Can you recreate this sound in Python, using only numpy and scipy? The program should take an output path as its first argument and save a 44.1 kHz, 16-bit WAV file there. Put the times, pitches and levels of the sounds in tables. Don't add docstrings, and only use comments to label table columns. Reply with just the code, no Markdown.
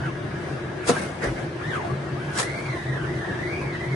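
import sys
import numpy as np
from scipy import signal
from scipy.fft import rfft, irfft, next_fast_len
from scipy.io import wavfile
from scipy.ndimage import uniform_filter1d, minimum_filter1d, map_coordinates

SR = 44100
rng = np.random.default_rng(int(sys.argv[2]) if len(sys.argv) > 2 else 0)


def generate_wav(signal):
    frames = np.transpose(np.atleast_2d(signal))
    scaled = np.clip(frames, -1, 1) * 32767
    pcm = np.round(scaled).astype(np.int16)
    wavfile.write(sys.argv[1], SR, pcm)


def amplitude_ratio(level_db):
    exponent = np.asarray(level_db, float) / 20
    return 10 ** exponent


N = 174195


def unit(x):
    return x / np.sqrt(np.mean(x ** 2) + 1e-20)


def along(points, hz):
    f, v = np.transpose(points)
    return np.interp(np.log(hz + 1), np.log(f + 1), v)


def wobble(rate):
    return map_coordinates(rng.standard_normal(1000), [np.arange(N) * rate / SR])


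def filtered(x, response):
    m = next_fast_len(N + SR // 2)
    return irfft(rfft(x, m) * response(np.fft.rfftfreq(m, 1 / SR)), m)[..., :N]


def lean(x, points):
    return filtered(x, lambda f: amplitude_ratio(along(points, f) * [[.5], [-.5]]))


def peaks(table, f):
    power = 0
    for centre, width, db in table:
        power = power + (amplitude_ratio(db) * f * width) ** 2 / ((centre ** 2 - f ** 2) ** 2 + (f * width) ** 2)
    return np.sqrt(power)


def rush(gain, alike, patchy_db):
    z = signal.stft(rng.standard_normal((2, N)), nperseg=512)[2]
    field = uniform_filter1d(rng.standard_normal(z.shape[1:]), size=6, axis=0)
    field = uniform_filter1d(field, size=10, axis=1)
    pair = signal.istft(z * amplitude_ratio(patchy_db * unit(field)), nperseg=512)[1][:, :N]

    def share(hz):
        angle = np.arccos(np.clip(along(alike, hz), -1, 1)) / 2
        return gain(hz) * [np.cos(angle), np.sin(angle)]

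    mid, side = filtered(pair, share)
    return unit(np.array([mid + side, mid - side]))


# frequency in Hz, level in dB per Hz.
FAN_ROAR = [(15, -61), (25, -23), (123, -3.5), (355, -11.5), (536, -12), (1670, -19), (8440, -41.5),
            (10600, -44.5), (11800, -82), (15300, -118), (22000, -120)]
# frequency in Hz, width in Hz, level over the roar in dB.
TABLE_CAVITIES = [(83.6, 8.6, 7), (137.2, 21.8, 11), (349.8, 33, 15), (614, 49, 3), (683, 24, 4),
                  (1656, 30, 8), (1650, 590, 2.5)]
# frequency in Hz, likeness (1 is the same).
FAN_ALIKE = [(60, 1), (170, 0.99), (490, 0.71), (1400, 0.049), (4010, 0.2), (11500, 0.075)]
# frequency in Hz, left over right in dB.
FAN_LEAN = [(60, -2), (220, 2.5), (830, 2), (3090, 2.5), (11500, -3.5)]


def fan():
    roar = rush(lambda f: amplitude_ratio(along(FAN_ROAR, f)) * np.hypot(1, peaks(TABLE_CAVITIES, f)), FAN_ALIKE, 1.64)
    level_db = -30 + 0.44 * wobble(4.4)
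    return amplitude_ratio(level_db) * lean(roar, FAN_LEAN)


# middle in seconds, frequency in Hz, level in dB, half length in seconds.
BOOMS = [
    (.05, 132.7, -33.5, 0.051),
    (1.3, 127, -32.5, 0.054),
    (1.97, 139, -30.5, 0.061),
    (2.17, 141, -31, .025),
    (2.28, 144.7, -27.5, 0.048),
    (2.5, 139, -30.5, 0.035),
    (2.71, 142, -32.5, 0.024),
    (2.93, 132, -26, 0.072),
    (3.64, 138, -31.5, 0.052),
    (3.92, 131, -31, .05),
]


def booms():
    t = np.arange(N) / SR
    out = np.zeros(N)
    for s, hz, db, half_s in BOOMS:
        out += amplitude_ratio(db + 2.5) * np.exp(-((t - s) / half_s) ** 2) * np.sin(2 * np.pi * hz * (t - s))
    return out


def blur(n, width_hz):
    z = rng.standard_normal((3, n)) + 1j * rng.standard_normal((3, n))
    f = np.fft.fftfreq(n, 1 / SR)
    core = np.exp(-(f / width_hz) ** 2)
    haze = amplitude_ratio(-19) * np.exp(-(f / (width_hz + 485)) ** 2)
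    z = np.fft.ifft(z * (core + haze))
    z = 0.48 * z[0] + z[1:]
    return z / np.sqrt(np.mean(abs(z) ** 2))


# time in seconds, threads passed per second in Hz, level in dB.
END_STROKE = [(0.0, 1420, -47), (0.024, 1549, -46), (0.064, 1460, -38), (0.12, 925.4, -45)]
NUDGE = [(0.955, 1525, -46), (0.966, 1613, -39), (1.03, 1660, -51)]
SHORT_STROKE = [(1.61, 1036, -40.5), (1.644, 1667, -39.5), (1.69, 1925, -39), (1.746, 1577, -34),
                (1.764, 1263, -33), (1.79, 1037, -40), (1.824, 774.5, -41), (1.868, 689, -39),
                (1.9, 659, -50)]
TWITCHES = [
    [(1.9, 1090, -41), (1.915, 1106, -39), (1.93, 1100, -48)],
    [(2.73, 1030, -46), (2.76, 1027, -41), (2.79, 1000, -49)],
    [(3.59, 1030, -49), (3.62, 1058, -43), (3.65, 1057, -49)],
]
LONG_STROKE = [
    [(2.14, 879, -51), (2.18, 1237, -46), (2.222, 1548, -47), (2.306, 1634, -43.5), (2.346, 1497, -49),
     (2.364, 1537, -38), (2.392, 1724, -40), (2.462, 2120, -43.5), (2.5, 1980, -40.5)],
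    [(2.5, 2100, -39.5), (2.636, 2265, -46), (2.666, 2259, -42.5), (2.782, 1830, -42.5),
     (2.906, 1930, -45.5), (2.968, 1761, -39.5), (2.988, 1520, -39.5), (3.034, 1444, -39.5),
     (3.07, 1576, -43.5)],
    [(3.07, 1750, -44), (3.132, 1940, -46), (3.376, 1694, -41), (3.418, 1939, -39), (3.604, 2428, -41.5),
     (3.632, 2430, -42.5), (3.75, 1904, -44), (3.908, 2057, -43.5), (3.95, 1970, -41.5)],
]
OVERTONES_DB = [3.5, -8, -21.5]
BRIGHT_DB = [-4, -12, -3, -10, -10, -8, -2.5, -3.5, -7.5]
PANS_DB = [1.5, 1.5, 2, 3, 1.5, 1, 0, -1, -1]
# frequency in Hz, level in dB per Hz.
SCRAPE = [(700, 0.5), (2000, -0.5), (4000, -16), (7000, -18), (11000, -23)]
# frequency in Hz, likeness (1 is the same).
NEAR_ALIKE = [(200, 0.99), (800, 0.23), (3000, 0.085), (10000, 0.16)]


def blade():
    blur_hz, blur_at_hz = 128, 1650
    out = np.zeros((2, N))
    hiss = rush(lambda f: amplitude_ratio(along(SCRAPE, f)) * (f > 400), NEAR_ALIKE, patchy_db=1)
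    shake = 1 + .017 * wobble(30)
    flutter_db = 1.2 * (wobble(21.94) + wobble(60))
    strokes = [END_STROKE, NUDGE, SHORT_STROKE, *TWITCHES, *LONG_STROKE]
    for stroke, bright_db, pan_db in zip(strokes, BRIGHT_DB, PANS_DB):
        s, hz, db = np.transpose(stroke)
        start = max(0, int((s[0] - .03) * SR))
        length = next_fast_len(int((s[-1] - s[0] + .1) * SR))
        i = np.arange(start, min(N, start + length))
        t = i / SR
        outside_s = np.maximum(s[0] - t, 0) + np.maximum(t - s[-1], 0)
        level = amplitude_ratio(np.interp(t, s, db) + flutter_db[i] - 970 * outside_s)
        speed_hz = np.interp(t, s, hz)
        phase = 2 * np.pi * np.cumsum(speed_hz * shake[i]) / SR
        pace = (phase / (2 * np.pi) * SR / blur_at_hz).astype(int) % len(i)
        tone = 0
        for k, overtone_db in enumerate(OVERTONES_DB):
            smear = blur(len(i), (k + 1) ** 1.05 * blur_hz)[:, pace]
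            wave = (smear * np.exp(1j * (k + 1) * phase)).real
            tone = tone + amplitude_ratio(overtone_db + bright_db * (k > 0)) * wave
        scrape = amplitude_ratio(-4) * (speed_hz / blur_at_hz) ** .4 * hiss[:, i]
        out[:, i] += amplitude_ratio([[pan_db / 2], [-pan_db / 2]]) * level * (1.63 * tone + scrape)
    return out


def swells(rows):
    coarse = np.arange(0, N, 16) / SR
    total = 0
    for s, db, rise, fall in rows:
        slope = np.where(coarse < s, rise, -fall)
        total = total + amplitude_ratio(db - np.hypot(3, slope * (s - coarse)) + 4.5)
    return np.interp(np.arange(N) / SR, coarse, total)


TAIL_DB, TAIL_FALL = -34, 510
# peak in seconds, hiss level in dB, frame knock over the hiss in dB,
# rise in dB per second, fall in dB per second.
KNOCKS = [(0.8913, -24.5, -2, 900, 800), (.9, -45.5, 22, 1500, 502), (1.038, -49.5, 11, 102, 252),
          (1.237, -41, 7, 900, 700), (1.258, -55, 22, 600, 300), (1.408, -57.5, 19, 148, 200),
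          (2.401, -27.5, -4, 603, 553), (2.385, -35, -6, 1000, 400), (2.43, -41, -3, 400, 350),
          (2.586, -54.5, 13, 124, 139), (.49, -57.5, 7, 94, 97), (1.7, -59, 0, 200, 200),
          (2.8, -57.5, 2, 80, 93), (2.26, -57.5, 0, 102, 104), (1.32, -60.5, 12, 100, 100),
          (2.355, -44, -1.5, 600, 150), (.868, -50, 8, 900, 300), (0.944, -50.5, 11, 300, 148),
          (3.17, -56.5, -6, 150, 150), (.985, -47, 3, 200, 100)]
# frequency in Hz, level in dB per Hz.
SCUFF = [(600, -9), (1200, -6.5), (2000, -8), (3000, -11.5), (6500, -11.5), (10300, -13), (11500, -21)]
# frequency in Hz, left over right in dB.
SCUFF_LEAN = [(60, 0.0), (350, 6), (1990, 5), (11500, -4.5)]


def scuffs():
    contacts = [(s, db, rise, fall) for s, db, _, rise, fall in KNOCKS]
    tails = [(s, db + TAIL_DB, rise, TAIL_FALL) for s, db, _, rise, _ in KNOCKS]
    noise = rush(lambda f: amplitude_ratio(along(SCUFF, f)) * (f > 600), NEAR_ALIKE, patchy_db=1.5)
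    grit = amplitude_ratio(2 * wobble(240))
    return swells(contacts + tails) * lean(noise, SCUFF_LEAN) * grit


# frequency in Hz, width in Hz, level in dB.
FRAME = [(203, 90, -22), (238, 72, -0.5), (347, 170, -8), (505, 144, 2.5), (696, 69, -3), (1310, 380, -9.5),
         (1880, 230, -22)]


def frame_knocks():
    lag_s = 0.0025
    answers = [(s + lag_s, db + body, rise, fall * 0.94) for s, db, body, rise, fall in KNOCKS]
    tails = [(s, db + body + TAIL_DB, rise, TAIL_FALL) for s, db, body, rise, _ in KNOCKS]
    noise = rush(lambda f: peaks(FRAME, f), NEAR_ALIKE, patchy_db=2.0)
    return swells(answers + tails) * noise * amplitude_ratio([[.7], [-.7]])


# peak in seconds, level in dB, rise in dB per second, fall in dB per second.
SLAPS = [
    (0.84, -38, 500, 500),
    (1.227, -37, 1200, 700),
    (1.239, -33.5, 1000, 600),
    (1.252, -37, 900, 350),
    (1.385, -38.5, 600, 500),
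    (1.6, -41.5, 500, 400),
    (.965, -37.5, 900, 300),
    (1.288, -37.5, 1200, 900),
    (1.05, -45, 198, 150),
]
# frequency in Hz, width in Hz, level in dB.
MESH = [(1140, 470, -2.5), (1610, 360, 2.2), (2100, 320, 0), (2470, 250, -5.5)]


def mesh_slaps():
    return swells(SLAPS) * rush(lambda f: peaks(MESH, f) ** 2, NEAR_ALIKE, patchy_db=-2.8)


def ring(s, db, modes, rise_s):
    u = np.arange(SR // 4) / SR
    turns = rng.uniform(0, 2 * np.pi, (len(modes), 1, 1)) + rng.normal(0, 0.5, (len(modes), 2, 1))
    wave = 0
    for (hz, mode_db, t60), turn in zip(modes, turns):
        wave = wave + amplitude_ratio(db + mode_db - 60 * u / t60) * np.sin(2 * np.pi * hz * u + turn)
    wave = wave * (1 - np.exp(-u / rise_s))
    return np.pad(wave, ((0, 0), (round(s * SR), N)))[:, :N]


# frequency in Hz, level in dB, seconds to fade by 60 dB.
ARM = [(181.7, -7, 0.18), (254.6, -4.5, 0.15), (412, -8, 0.11), (479, 3.5, 0.12), (709, -1, 0.099),
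       (1320, -9, .1), (4390, -16, 0.052)]
CLINK = [(6650, 0, .012), (8100, -7, .01)]


def arm_stop():
    return ring(.892, -13.5, ARM, rise_s=0.0012) + ring(.895, -13, CLINK, rise_s=0.0012)


# frequency in Hz, level in dB, seconds to fade by 60 dB.
LANDING = [(348, -9, 0.17), (409, -4, .07), (455, 5, 0.07), (540, -6, 0.3), (4840, -11, 0.035)]


def landing():
    u = np.maximum(np.arange(N) / SR - 1.26, 0)
    fade = amplitude_ratio(-23.5 - 60 * u / 0.31) * (1 - np.exp(-u / .012))
    thump = fade * np.sin(2 * np.pi * 51 * u)
    return ring(1.234, -22, LANDING, rise_s=0.0033) + thump


def scene():
    contacts = scuffs() + frame_knocks() + mesh_slaps() + arm_stop() + landing()
    return fan() + booms() + blade() + contacts


def roll_off(x):
    return signal.sosfilt(signal.butter(12, 12080, fs=SR, output="sos"), x)


# frequency in Hz, width in Hz, rarity in spreads.
GAPS = [(7000, 170, .1), (7170, 180, -.7), (7380, 250, -1), (7600, 150, 1.8), (11130, 180, -.1),
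        (11310, 190, -.8), (11500, 200, -1.6), (12100, 1000, -2.6), (2500, 180, 1.3), (4200, 250, .9),
        (4450, 200, 1.3), (2900, 200, 1.2), (2050, 120, 1.5), (5000, 250, 1.6)]


def record(dry):
    ceiling = 0.87
    x = dry / (1 + abs(dry / ceiling) ** 4) ** (1 / 4)
    mid_side = np.array([x[0] + x[1], x[0] - x[1]]) / 2
    hz, _, z = signal.stft(np.pad(mid_side, ((0, 0), (64, 0))), SR, "cosine", 2048)
    near = np.sqrt(uniform_filter1d(abs(z) ** 2, size=16, axis=1).clip(1e-20))
    thin = (abs(z) / near + 1e-9) ** (0.52 * np.clip(hz / 1430 - .5, 0, 1))[:, None]
    loud = near[:, 400] > 9 * np.median(near[:, 400])
    for centre, width, rare in GAPS:
        off = unit(uniform_filter1d(rng.standard_normal(loud.shape), size=2, axis=1)) > rare
        off = off & (~loud | (centre > 11000))
        thin[:, abs(hz - centre) < width / 2] *= np.where(off, 0, 1)[:, None]
    below = np.roll(-minimum_filter1d(-near, size=20, axis=1), 24, axis=1)
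    hidden = abs(z) < np.maximum(amplitude_ratio(-14) * below, .65 * near)
    thin *= np.where(hidden & (hz > 1900)[:, None], 0, 1)
    edge = 1 / (1 + np.exp(np.clip((hz - 11850) / 60, -50, 50)))
    mid, side = signal.istft(z * thin * edge[:, None], SR, "cosine", 2048)[1][:, 64:N + 64]
    return roll_off(np.array([mid + side, mid - side]))


dry = scene()
out = record(dry)
generate_wav(out)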